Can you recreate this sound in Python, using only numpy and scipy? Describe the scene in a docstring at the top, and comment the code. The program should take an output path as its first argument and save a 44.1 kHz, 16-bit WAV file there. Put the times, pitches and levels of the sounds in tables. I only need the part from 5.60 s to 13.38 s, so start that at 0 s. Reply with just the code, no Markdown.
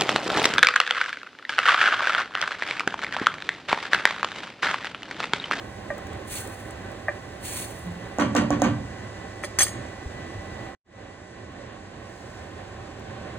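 """Stew stirred in a steel pot

Under a humming extractor fan (shaped noise) a stew simmers (ringing bubbles), hisses and spits (noise).
A wooden spoon scrapes the bottom (dense grains) and knocks the wall (damped modes). It is tapped clean
on the rim and dropped on a metal rest: struck modes plus a chatter of contacts; dull low bumps follow.
The sound stops short, nearly silent for a moment, and fades in again a little quieter."""
import sys
import numpy as np
from scipy import signal
from scipy.fft import rfft, irfft, next_fast_len
from scipy.io import wavfile

SR = 44100
rng = np.random.default_rng(int(sys.argv[2]) if len(sys.argv) > 2 else 0)


def file_out(sig):
    """Save sig as 16-bit WAV at sys.argv[1]."""
    # one column per channel
    cols = np.atleast_2d(sig).T
    # limit, then scale
    lim = np.clip(cols, -1, 1)
    pcm = np.round(lim * 32767).astype(np.int16)
    wavfile.write(sys.argv[1], SR, pcm)


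N = 343098
T = np.arange(N) / SR
PADDED = next_fast_len(N)
HZ = np.maximum(np.fft.rfftfreq(PADDED, 1 / SR), 1)
BREAK_S = 5.15


def from_db(db):
    """Decibels to gain."""
    return 10 ** (np.asarray(db) / 20)


def rms_one(x):
    """Scale to rms 1."""
    return x / np.sqrt(np.mean(x ** 2) + 1e-20)


def in_time(rows):
    """A (s, dB) table as gain at every sample."""
    return from_db(np.interp(T, *np.transpose(rows)))


def at_hz(rows, hz):
    """Every column of a table read on a log-frequency axis."""
    at, *columns = np.transpose(rows)
    return [np.interp(np.log(hz), np.log(at), column) for column in columns]


def outside(start_s, stop_s):
    """Seconds away from a span of time, zero within it."""
    return np.maximum(np.maximum(start_s - T, T - stop_s), 0)


def drift(rate_hz):
    """Slow random wander of spread 1: noise through a two-pole lowpass, at a fortieth of SR."""
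    r = np.exp(-80 * np.pi * rate_hz / SR)
    noise = rng.standard_normal(N // 40 + 2002)
    slow = signal.lfilter([1], [1, -2 * r, r * r], noise)[2000:]
    return np.interp(np.arange(N) / 40, np.arange(len(slow)), rms_one(slow))


def coloured(source, colour, peaks=()):
    """Shape a pair of signals by a spectrum and some resonant lifts; rms 1."""
    db = at_hz(colour, HZ)[0]
    for hz, width_hz, lift_db in peaks:
        db = db + lift_db / (1 + (2 * (HZ - hz) / width_hz) ** 2)
    return rms_one(irfft(rfft(source, PADDED) * from_db(db), PADDED)[:, :N])


def grains(per_s, spread_db):
    """Two unrelated streams of random clicks of uneven size; rms 1."""
    sizes = from_db(spread_db * np.minimum(rng.exponential(1, (2, N)), 4))
    signed = sizes * rng.choice([-1, 1], (2, N))
    return rms_one(signed * (rng.random((2, N)) < per_s / SR))


def ring(clicks, hz, t60_s):
    """Two-pole resonator: a unit click sets a sine of height 1 ringing."""
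    r, w = from_db(-60 / (t60_s * SR)), 2 * np.pi * hz / SR
    return signal.lfilter([0, np.sin(w)], [1, -2 * r * np.cos(w), r * r], clicks + 1e-18)


def clicks_at(rows):
    """One click per row, at its start and level (first two columns)."""
    out = np.full(N, 1e-18)
    out[[round(row[0] * SR) for row in rows]] = from_db([row[1] for row in rows])
    return out


TWIN_SPLIT, TWIN_DB = .004, -8   # largest pitch share, relative level


def chatter(rows, body, modes, per_s, spread_db, lag_s, rise_s, slow_s, shrink):
    """Dense uneven contacts swell, hold and die band by band and drive the modes of the body."""
    start = round((rows[0][0] - .01) * SR)
    stop = round((rows[-1][0] + .7) * SR)
    contacts = coloured(grains(per_s, spread_db), body)[:, start:stop]
    rattle, out = np.zeros((2, stop - start)), np.zeros((2, N))
    for low_hz in 40 * 2 ** np.arange(0, 8.6, .5):
        half_octave = signal.butter(2, [low_hz, low_hz * 2 ** .5], "band", fs=SR, output="sos")
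        band = signal.sosfilt(half_octave, contacts)
        t60_s, octaves = at_hz(body, 1.2 * low_hz)[1], np.log2(low_hz / 1000)
        # highs come in after a gap, lows build up late
        gap_s = lag_s * np.clip(octaves, 0, 1)
        swell_s = rise_s + slow_s * (100 / low_hz) ** 2
        for s, _, level_db, length_s, bright_db, *_ in rows:
            at = round(s * SR) - start
            t = np.arange(min(round((length_s + 1.2 * t60_s) * SR), stop - start - at)) / SR
            swell = np.clip((t - gap_s) / swell_s, 0, 1) ** 2
            hold_s = length_s * shrink ** octaves   # highs let go first
            fall_db = 60 * np.maximum(t - hold_s, 0) / t60_s
            gain = swell * from_db(level_db + bright_db * octaves - fall_db)
            rattle[:, at:at + len(t)] += band[:, at:at + len(t)] * gain
    # each mode beats with a weaker, slightly higher twin
    twins = [(hz * (1 + TWIN_SPLIT * rng.uniform(.4, 1)), db + TWIN_DB, t60_s) for hz, db, t60_s in modes]
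    top = 2 * np.log(1000) / SR   # over t60, brings a mode's top gain to 1
    answer = sum(from_db(db) * top / t60_s * ring(rattle, hz, t60_s) for hz, db, t60_s in modes + twins)
    out[:, start:stop] = rattle + answer
    return out


BUBBLES_PER_S, BUBBLE_CYCLES = 300, 22


def simmer():
    """Bubbles burst at random, in bunches, each ringing a few cycles at one of ten pitches."""
    born = grains(BUBBLES_PER_S, spread_db=2.0)[0] * from_db(3.0 * drift(3.0))
    dealt = rng.integers(0, 10, N)
    pitches_hz = np.geomspace(300, 1900, 10)
    return rms_one(sum(ring(born * (dealt == k), hz, BUBBLE_CYCLES / hz) for k, hz in enumerate(pitches_hz)))


# Extractor fan and flame, one row before and one after the break.
# Each row: level at the break in dB, creep in dB per s.
FAN = [(-36, 0.0), (-40.5, 1.48)]
# Rush spectrum. Each row: frequency in Hz, relative density in dB per Hz.
FAN_COLOUR = [(25, -35.5), (40, -6), (55, -6), (80, 1.5), (115, 3), (148, -9), (185, -2), (260, -6),
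              (360, -2.5), (450, -7.5), (560, -2.5), (900, -16.5), (1280, -22), (1900, -25), (2600, -21.5),
              (4000, -26.5), (5500, -39), (9000, -63.5)]
# Duct resonances. Each row: frequency in Hz, width in Hz, lift in dB.
HOOD = [(777.5, 36, 10), (1068, 145, 10), (1519, 66, 9), (1832, 510, 12)]
SIMMER_DB = -15.5   # against the rush


def fan():
    """Broad rush: noise shaped by the hood, wavering a little, with the simmer under it."""
    rush = coloured(rng.standard_normal((2, N)), FAN_COLOUR, HOOD) + from_db(SIMMER_DB) * simmer()
    before, after = [db + creep * (T - BREAK_S) for db, creep in FAN]
    return from_db(np.where(T < BREAK_S, before, after) + 1.05 * drift(3.5)) * rush


# Thin whistle of the gas jet. Each row: time in seconds, level in dB.
WHISTLE = [(0, -57.5), (1.5, -57), (4.0, -51.5), (5.15, -49.5), (5.25, -57), (6.0, -60.5), (6.5, -84)]
WHISTLE_HZ, WHISTLE_WIDTH_HZ, WHISTLE_WANDER_HZ = 1972, 16, 3.5
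WHISTLE_STEADY_DB = 12   # tone over blur


def whistle():
    """A thin tone that strays a little in pitch, with a faint blur of narrow noise."""
    t60_s = 2.2 / WHISTLE_WIDTH_HZ
    narrow = ring(rng.standard_normal(N), WHISTLE_HZ, t60_s)
    blur = rms_one(ring(narrow, WHISTLE_HZ, t60_s))
    phase = 2 * np.pi * np.cumsum(WHISTLE_HZ + WHISTLE_WANDER_HZ * drift(2)) / SR
    tone = rms_one(np.sin(phase))
    return in_time(WHISTLE) * rms_one(blur + from_db(WHISTLE_STEADY_DB) * tone)


# Faint bright fizz while the stew is moving.
# Each row: start in seconds, stop in seconds, fizz level in dB, steam level shift in dB.
FIZZ = [(0, 2.6, -63, -2.5), (3.0, 5.1, -67.5, -0.5), (6.5, 6.82, -68, 2.5), (7.0, 7.78, -74, 0)]
FIZZ_DB_PER_S, STEAM_EDGE_S = 77.5, .1   # slopes outside each span


def fizz_gain():
    """Gain of the stirred stew's fizz, sloping in and out of each span."""
    return sum(from_db(db - FIZZ_DB_PER_S * outside(start, stop)) for start, stop, db, _ in FIZZ)


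def steam_shift_db():
    """Steam level shift while the stew is moving."""
    return sum(db * np.clip(1 - outside(start, stop) / STEAM_EDGE_S, 0, 1) for start, stop, _, db in FIZZ)


# Steam and fine sizzle. Each row: time in seconds, level in dB before shift and flicker.
STEAM = [(0, -55.5), (4.3, -55.5), (5.15, -57), (5.3, -61.5), (7.78, -59)]
# Hiss spectrum. Each row: frequency in Hz, relative density in dB per Hz.
STEAM_COLOUR = [(2500, -29), (4500, 3), (6800, 2.5), (8500, -3), (9500, -12), (12000, -16), (14000, -29.5),
                (16500, -30.5)]


def steam():
    """Smooth noise hiss with a fine sizzle of grains; its level flickers and shifts with the fizz."""
    source = rng.standard_normal((2, N)) + from_db(-5.0) * grains(900, spread_db=-4.0)
    level = in_time(STEAM) * from_db(steam_shift_db() + 0.59 * drift(11.0))
    return level * coloured(source, STEAM_COLOUR)


BITE_DB, LEAD_DB_PER_S, LIFT_DB_PER_S = -0.5, 396, 169   # at the bite, approach slope, lift-off slope
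WAKE_DB, WAKE_DB_PER_S = -8.5, 55   # start below full level, fall


def stroke(bite_s, swell_s, hold_s, db):
    """Gain as the spoon nears, bites, presses harder, holds and lifts off, leaving a seething wake."""
    since_lift = np.maximum(T - bite_s - swell_s - hold_s, 0)
    press_db = BITE_DB * np.clip(1 - (T - bite_s) / swell_s, 0, 1)
    lead_db = -LEAD_DB_PER_S * np.maximum(bite_s - T, 0)
    fall_db = np.maximum(-LIFT_DB_PER_S * since_lift, WAKE_DB - WAKE_DB_PER_S * since_lift)
    return from_db(db + press_db + lead_db + fall_db)


# Spoon dragged over the bottom.
# Each row: bite in seconds, swell in seconds, hold in seconds, level in dB before flicker.
SCRAPES = [(0.718, 0.048, .01, -33), (1.862, 0.079, 0.082, -34.5)]
# Scrape spectrum. Each row: frequency in Hz, relative density in dB per Hz.
SCRAPE_COLOUR = [(900, -17), (2300, -2.5), (3500, -6.5), (5000, -13.5), (6500, -2.5), (8600, -5.5),
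                 (10500, -3.5), (12500, -8), (14500, -5), (16500, -13.5)]
# Answer of the steel. Each row: frequency in Hz, width in Hz, lift in dB.
SCRAPE_PEAKS = [(8700, 500, 5.5), (6900, 380, -4.5), (4400, 480, 8)]


def scrapes():
    """Dense tiny slips of wet wood on steel, over the fizz of the stirred stew."""
    strokes = sum(stroke(*row) for row in SCRAPES) * from_db(1.6 * drift(25) + .8 * drift(120))
    slips = coloured(grains(9000, spread_db=3.0), SCRAPE_COLOUR, SCRAPE_PEAKS)
    return np.maximum(strokes, fizz_gain()) * slips


# Spoon bowl against the wet wall.
# Each row: start in seconds, click level in dB, brightness in dB per octave, multiple of the wall's t60.
KNOCKS = [(0.3025, -33.5, -2, 1.9), (1.4827, -23, -0.2, 0.6), (1.4903, -40.5, 15, 0.6)]
# Wall modes. Each row: frequency in Hz, relative level in dB, t60 in seconds before that multiple.
WALL = [(572, 4, 0.16), (632, 13, 0.035), (900, 6, 0.0091), (1185, -2, 0.068), (1350, -9, 0.0076),
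        (1576, 4.5, 0.025), (1870, 11, 0.031), (2110, 0, 0.011), (2365, -9.5, 0.098)]


def knocks():
    """Soft wet blows excite the stew-damped wall modes to a short wooden clack."""
    soft = signal.butter(6, [400, 2500], "band", fs=SR, output="sos")
    out = 0
    for row in KNOCKS:
        _, _, bright_db, stretch = row
        blow = signal.sosfilt(soft, clicks_at([row]))
        for k, (hz, db, t60_s) in enumerate(WALL):
            gain = from_db(db + bright_db * np.log2(hz / 1000)) * (-1) ** k
            out = out + gain * ring(blow, hz, t60_s * stretch)
    return out


# Droplets bursting. Each row: start in seconds, relative level in dB, pitch in Hz.
SPITS = [(0.3803, -42, 8300), (0.4688, -44, 6340), (0.532, -45, 8080), (0.873, -33.5, 8700),
         (1.1073, -39.5, 9100), (1.3164, -47, 8260), (1.8637, -39, 8600), (2.1635, -52, 8770),
         (5.9194, -57, 7620), (7.3946, -49, 6410)]


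def spits():
    """Each droplet is a few milliseconds of bright noise, strongest near its pitch."""
    out, t = np.zeros((2, N)), np.arange(round(.02 * SR)) / SR
    for s, db, hz in SPITS:
        puff = rng.standard_normal((2, len(t))) * np.exp(-t / 0.0034)
        bright = np.diff(puff, prepend=0) * from_db(-3.0)
        pitched = ring(puff, hz, 0.0019) * from_db(-7.5)
        at = round(s * SR)
        out[:, at:at + len(t)] += from_db(db) * (bright + pitched)
    return out


# Dull bumps carried through the stove, most as the tapped pot rocks.
# Each row: start in seconds, relative level in dB, starting pitch in Hz, t60 in seconds.
BUMPS = [(2.251, -26.5, 175.5, 0.55), (2.592, -22, 275, 0.16), (2.618, -21.5, 221.5, 0.2),
         (2.65, -31, 168, 0.25), (2.668, -27, 118, 0.34), (2.692, -21.5, 210, 0.19), (2.756, -27, 260, .13),
         (2.768, -23.5, 180, .15), (2.805, -32, 207, .15), (2.832, -26.5, 121.7, 0.59),
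         (2.849, -29, 228, .15), (2.909, -25, 273, .13), (2.935, -23, 172, 0.16), (2.966, -23.5, 227, 0.18),
         (3.045, -21, 188, 0.21), (3.024, -27, 291, .15), (3.058, -21.5, 102, 0.3),
         (3.071, -28.5, 222, 0.22), (3.11, -26.5, 120.3, 0.4), (4.459, -17.5, 74, 0.073),
         (4.744, -27.5, 103, 0.23), (4.774, -26, 65, 0.11), (4.931, -31, 80.3, 0.088)]
SAG_SHARE, BUMP_RISE_CYCLES, BUMP_ROUGH_DB = .08, .7, 2.0   # pitch lost by t60, onset, shudder spread


def bumps():
    """Soft low sines that swell, shudder, sag in pitch and die."""
    out = np.zeros(N)
    for s, db, hz, t60_s in BUMPS:
        t = np.arange(round(t60_s * SR)) / SR
        swell = 1 - np.exp(-t * hz / BUMP_RISE_CYCLES)
        push = swell * np.sin(2 * np.pi * hz * t * (1 - SAG_SHARE * t / t60_s / 2))
        at = round(s * SR)
        out[at:at + len(t)] += from_db(db - 60 * t / t60_s) * push
    return out * from_db(BUMP_ROUGH_DB * drift(30))


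# Handle tapped on the rim. Each row: start in seconds, pock click level in dB, chatter level in dB,
# chatter length in seconds, chatter brightness in dB per octave, crack level in dB.
TAPS = [(2.5853, -17.5, -16, 0.033, 0.5, -31.5), (2.598, -34.5, -33.5, .01, -1, -32.5),
        (2.613, -25, -26.5, 0.012, 1, -40), (2.7508, -16.5, -14.5, 0.03, 2.5, -24.5),
        (2.765, -30, -30.5, .01, -5.5, -28.5), (2.905, -15, -21.5, 0.039, -1, -27.5),
        (2.999, -31, -43, 0.013, 2.5, -45), (3.019, -11.5, -18, 0.04, -0.35, -21.5),
        (3.042, -28.5, -34.5, .02, 0.5, -35.5)]
# Handle modes, the pock. Each row: frequency in Hz, relative level in dB, t60 in seconds.
HANDLE = [(291, -0.5, 0.19), (561, -5, 0.1), (675, 8, 0.011)]
# Pot on grate. Each row: frequency in Hz, relative density in dB per Hz, t60 in seconds.
POT = [(30, -21.5, .5), (60, -8.5, 0.32), (122, -18, 0.5), (213.5, -7, 0.36), (408, -13, 0.4),
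       (590, -13.5, 0.34), (1050, -5.5, 0.14), (1600, -13.5, 0.18), (2450, -17, 0.2), (3530, -23.5, 0.22),
       (5170, -32.5, 0.18), (6450, -24, 0.14), (9100, -45, 0.17), (15000, -46, 0.044)]
# Pot modes. Each row: frequency in Hz, lift in dB, t60 in seconds.
POT_PEAKS = [(118, 12, 0.43), (179, -1, 0.43), (229, 2, 0.12), (250, -3, 0.076), (291, 7, 0.13),
             (369, 2, 0.079), (547, 4, 0.13), (613, -1, 0.054), (680, 4, 0.022), (1000, -5, 0.031),
             (1160, -2, 0.031), (1554, 2, 0.1), (1890, -2, 0.02), (2454, -5.5, 0.045)]
CRACK_CUT_HZ = 8800   # wood on steel has no extreme treble
CRACK_HZ, CRACK_T60_S, CRACK_RING_DB = 6610, 0.0029, -6.5   # the rim's bright tick


def taps():
    """The handle gives a short pock with a crack; the pot rocks and chatters on the grate."""
    dull = signal.butter(2, [300, 1100], "band", fs=SR, output="sos")
    blows = signal.sosfilt(dull, clicks_at(TAPS))
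    pock = sum(from_db(db) * ring(blows, hz, t60_s) for hz, db, t60_s in HANDLE)
    fade = np.exp(-1 / (.0015 * SR))
    bursts = signal.lfilter([1], [1, -fade], clicks_at([(row[0], row[5]) for row in TAPS]))
    noise = bursts * rng.standard_normal((2, N))
    crack = signal.lfilter(*signal.butter(2, CRACK_CUT_HZ, fs=SR), noise)
    crack = crack + from_db(CRACK_RING_DB) * ring(noise, CRACK_HZ, CRACK_T60_S)
    return pock + crack + chatter(TAPS, POT, POT_PEAKS, 2200, spread_db=4.5, lag_s=0.0079,
                                  rise_s=0.0044, slow_s=0.077, shrink=0.9)


# Spoon dropped on its rest. Each row: start in seconds, clack click level in dB, chatter level in dB,
# chatter length in seconds, chatter brightness in dB per octave.
DROPS = [(3.830, -59.5, -38.5, .005, 1), (3.8365, -29.5, -20.5, 0.0036, -7),
         (3.8395, -37, -26.5, 0.008, -5), (3.845, -38, -29.5, 0.0035, 0.5), (3.987, -27, -9, 0.015, -0.5),
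         (4.006, -25.5, -12, 0.027, -0.06), (4.018, -29, -25.5, 0.012, 2), (4.029, -39, -31.5, 0.006, 7),
         (4.045, -53, -35, 0.037, 0.5), (4.067, -34, -38, 0.008, 1), (4.08, -40.5, -30, 0.007, 0.5)]
# Spoon modes. Each row: frequency in Hz, relative level in dB, t60 in seconds.
SPOON = [(363, -3.5, 0.067), (583, -8.5, .04), (1140, 9.5, 0.0073), (1485, 1.5, .01), (1843, 7.5, 0.031),
         (2300, 11, 0.0051)]
# Chatter on the rest. Each row: frequency in Hz, relative density in dB per Hz, t60 in seconds.
REST = [(300, -39, 0.081), (590, -2.5, 0.041), (1010, -12.5, 0.046), (1925, -11.5, 0.034),
        (2780, -5.5, 0.035), (4230, -7, 0.07), (6200, -1.5, 0.035), (8600, -6, 0.044), (9970, 4, .03),
        (13400, -9, 0.014), (14300, -2, .04), (15250, -20, .04), (15900, -34, 0.037)]
# Rest modes. Each row: frequency in Hz, lift in dB, t60 in seconds.
REST_PEAKS = [(1825, 11, .05), (2050, 9, .03), (2350, 6, .02), (3440, 7, .02), (3628, 6, .2),
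              (4296, 0, .15), (4958, 11, .22), (6385, 13, .03), (6638, 14, .4), (6950, 3, .12),
              (7375, 2, .35), (8073, 16, .55), (8180, 10, .03), (8620, 6, .33), (8630, 11, .035),
              (9130, 0, .15), (9530, 5, .35), (10070, 0, .2), (10320, 0, .15), (10640, -2, .25),
              (11170, 2, .2), (14300, 13, .17), (15130, 11, .17)]


def drops():
    """The spoon clacks and rattles on thin metal, which rings on faintly."""
    blows = clicks_at(DROPS)
    clack = sum(from_db(db) * (-1) ** k * ring(blows, hz, t60_s) for k, (hz, db, t60_s) in enumerate(SPOON))
    return clack + chatter(DROPS, REST, REST_PEAKS, 6000, spread_db=0.0, lag_s=0.0001,
                           rise_s=0.00055, slow_s=0.033, shrink=0.85)


# Room decay. Each row: frequency in Hz, t60 in seconds.
KITCHEN = [(100, 0.9), (500, 0.12), (2000, 0.37), (8000, 0.14), (15000, 0.05)]


def kitchen(x):
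    """Two unrelated reverberant tails: octave bands of noise, each dying at its own rate."""
    t, tails = np.arange(round(.5 * SR)) / SR, 0
    for low_hz in 60 * 2. ** np.arange(8):
        octave = signal.butter(2, [low_hz, 2 * low_hz], "band", fs=SR, output="sos")
        band = signal.sosfilt(octave, rng.standard_normal((2, len(t))))
        tails = tails + band * from_db(-60 * t / at_hz(KITCHEN, 1.4 * low_hz)[0])
    tails = tails * np.minimum(t / 0.0013, 1)   # first reflections build up
    tails = tails / np.sqrt(np.sum(tails ** 2) / 2)
    return signal.fftconvolve(x[None], tails, axes=1)[:, :N]


# Two microphone ports.
# Each row: frequency in Hz, likeness 0-1, left phase lead in rad, left minus right in dB.
PORTS = [(40, .95, -.2, 0), (110, .99, -.2, -1.6), (250, .98, -.2, -3.4), (400, .9, -.35, -7),
         (600, .55, .15, -10.5), (900, .55, .25, -4), (1300, .5, .2, -.7), (1700, .75, .6, -1.2),
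         (2200, .4, 1.2, -1.5), (3000, .42, 2.1, -1), (4000, .5, 1.2, 0), (5100, .75, 3.1, 0),
         (6500, .75, 4.8, .3), (8000, .97, 6.2, 0), (9400, .97, 6.4, 0), (10500, .6, 7.8, 0),
         (11700, .998, 9.42, 0), (13400, .998, 9.42, 0), (14500, .55, 11, 0), (15600, .95, 12.5, 0)]


def ports(field):
    """The left port hears part of what the right hears, shifted in phase, and part of its own."""
    alike, lead_rad, balance_db = at_hz(PORTS, HZ)
    alike = np.clip(alike, 0, 1)
    shared, own = rfft(field, PADDED)
    left = alike * np.exp(1j * lead_rad) * shared + np.sqrt(1 - alike ** 2) * own
    return irfft(np.array([left * from_db(balance_db), shared]), PADDED)[:, :N]


WALL_ROOM_DB, POT_ROOM_DB, REST_ROOM_DB = -12.5, -8.5, -16   # damped wall, pot, nearer rest


def scene():
    """All sources, the room and the two ports."""
    wall, pot, rest = knocks(), taps(), drops()
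    sent = from_db(WALL_ROOM_DB) * wall + from_db(POT_ROOM_DB) * pot[0] + from_db(REST_ROOM_DB) * rest[0]
    steady = fan() + whistle() + steam()
    events = scrapes() + wall + spits() + bumps() + pot + rest
    return ports(steady + events + kitchen(sent))


PRE_DIP_S, PRE_DIP_DB = 0.06, -6   # sag just before the stop
DROP_DB, TAIL_T60_S, SILENCE_DB = -26, .055, -60   # at once to a faint dying tail, then the floor
SILENT_UNTIL_S, FADE_IN_S, FADE_CURVE = 5.242, 0.16, 1.36   # curve is a power
PEAK_TOP, CUTOFF_HZ = .75, 16200


def record(dry):
    """The sound sags, breaks off and fades in again; tanh rounds the peaks, a lowpass cuts the top."""
    sag_db = PRE_DIP_DB * np.clip(1 - (BREAK_S - T) / PRE_DIP_S, 0, 1)
    tail_db = DROP_DB - 60 * (T - BREAK_S) / TAIL_T60_S
    stop = from_db(np.where(T < BREAK_S, sag_db, tail_db))
    fade_in = np.clip((T - SILENT_UNTIL_S) / FADE_IN_S, 0, 1) ** FADE_CURVE
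    gain = np.maximum(np.maximum(stop, fade_in), from_db(SILENCE_DB))
    rounded = PEAK_TOP * np.tanh(dry / PEAK_TOP)
    return signal.sosfilt(signal.cheby2(24, 70, CUTOFF_HZ, fs=SR, output="sos"), rounded * gain)


dry = scene()
out = record(dry)
file_out(out)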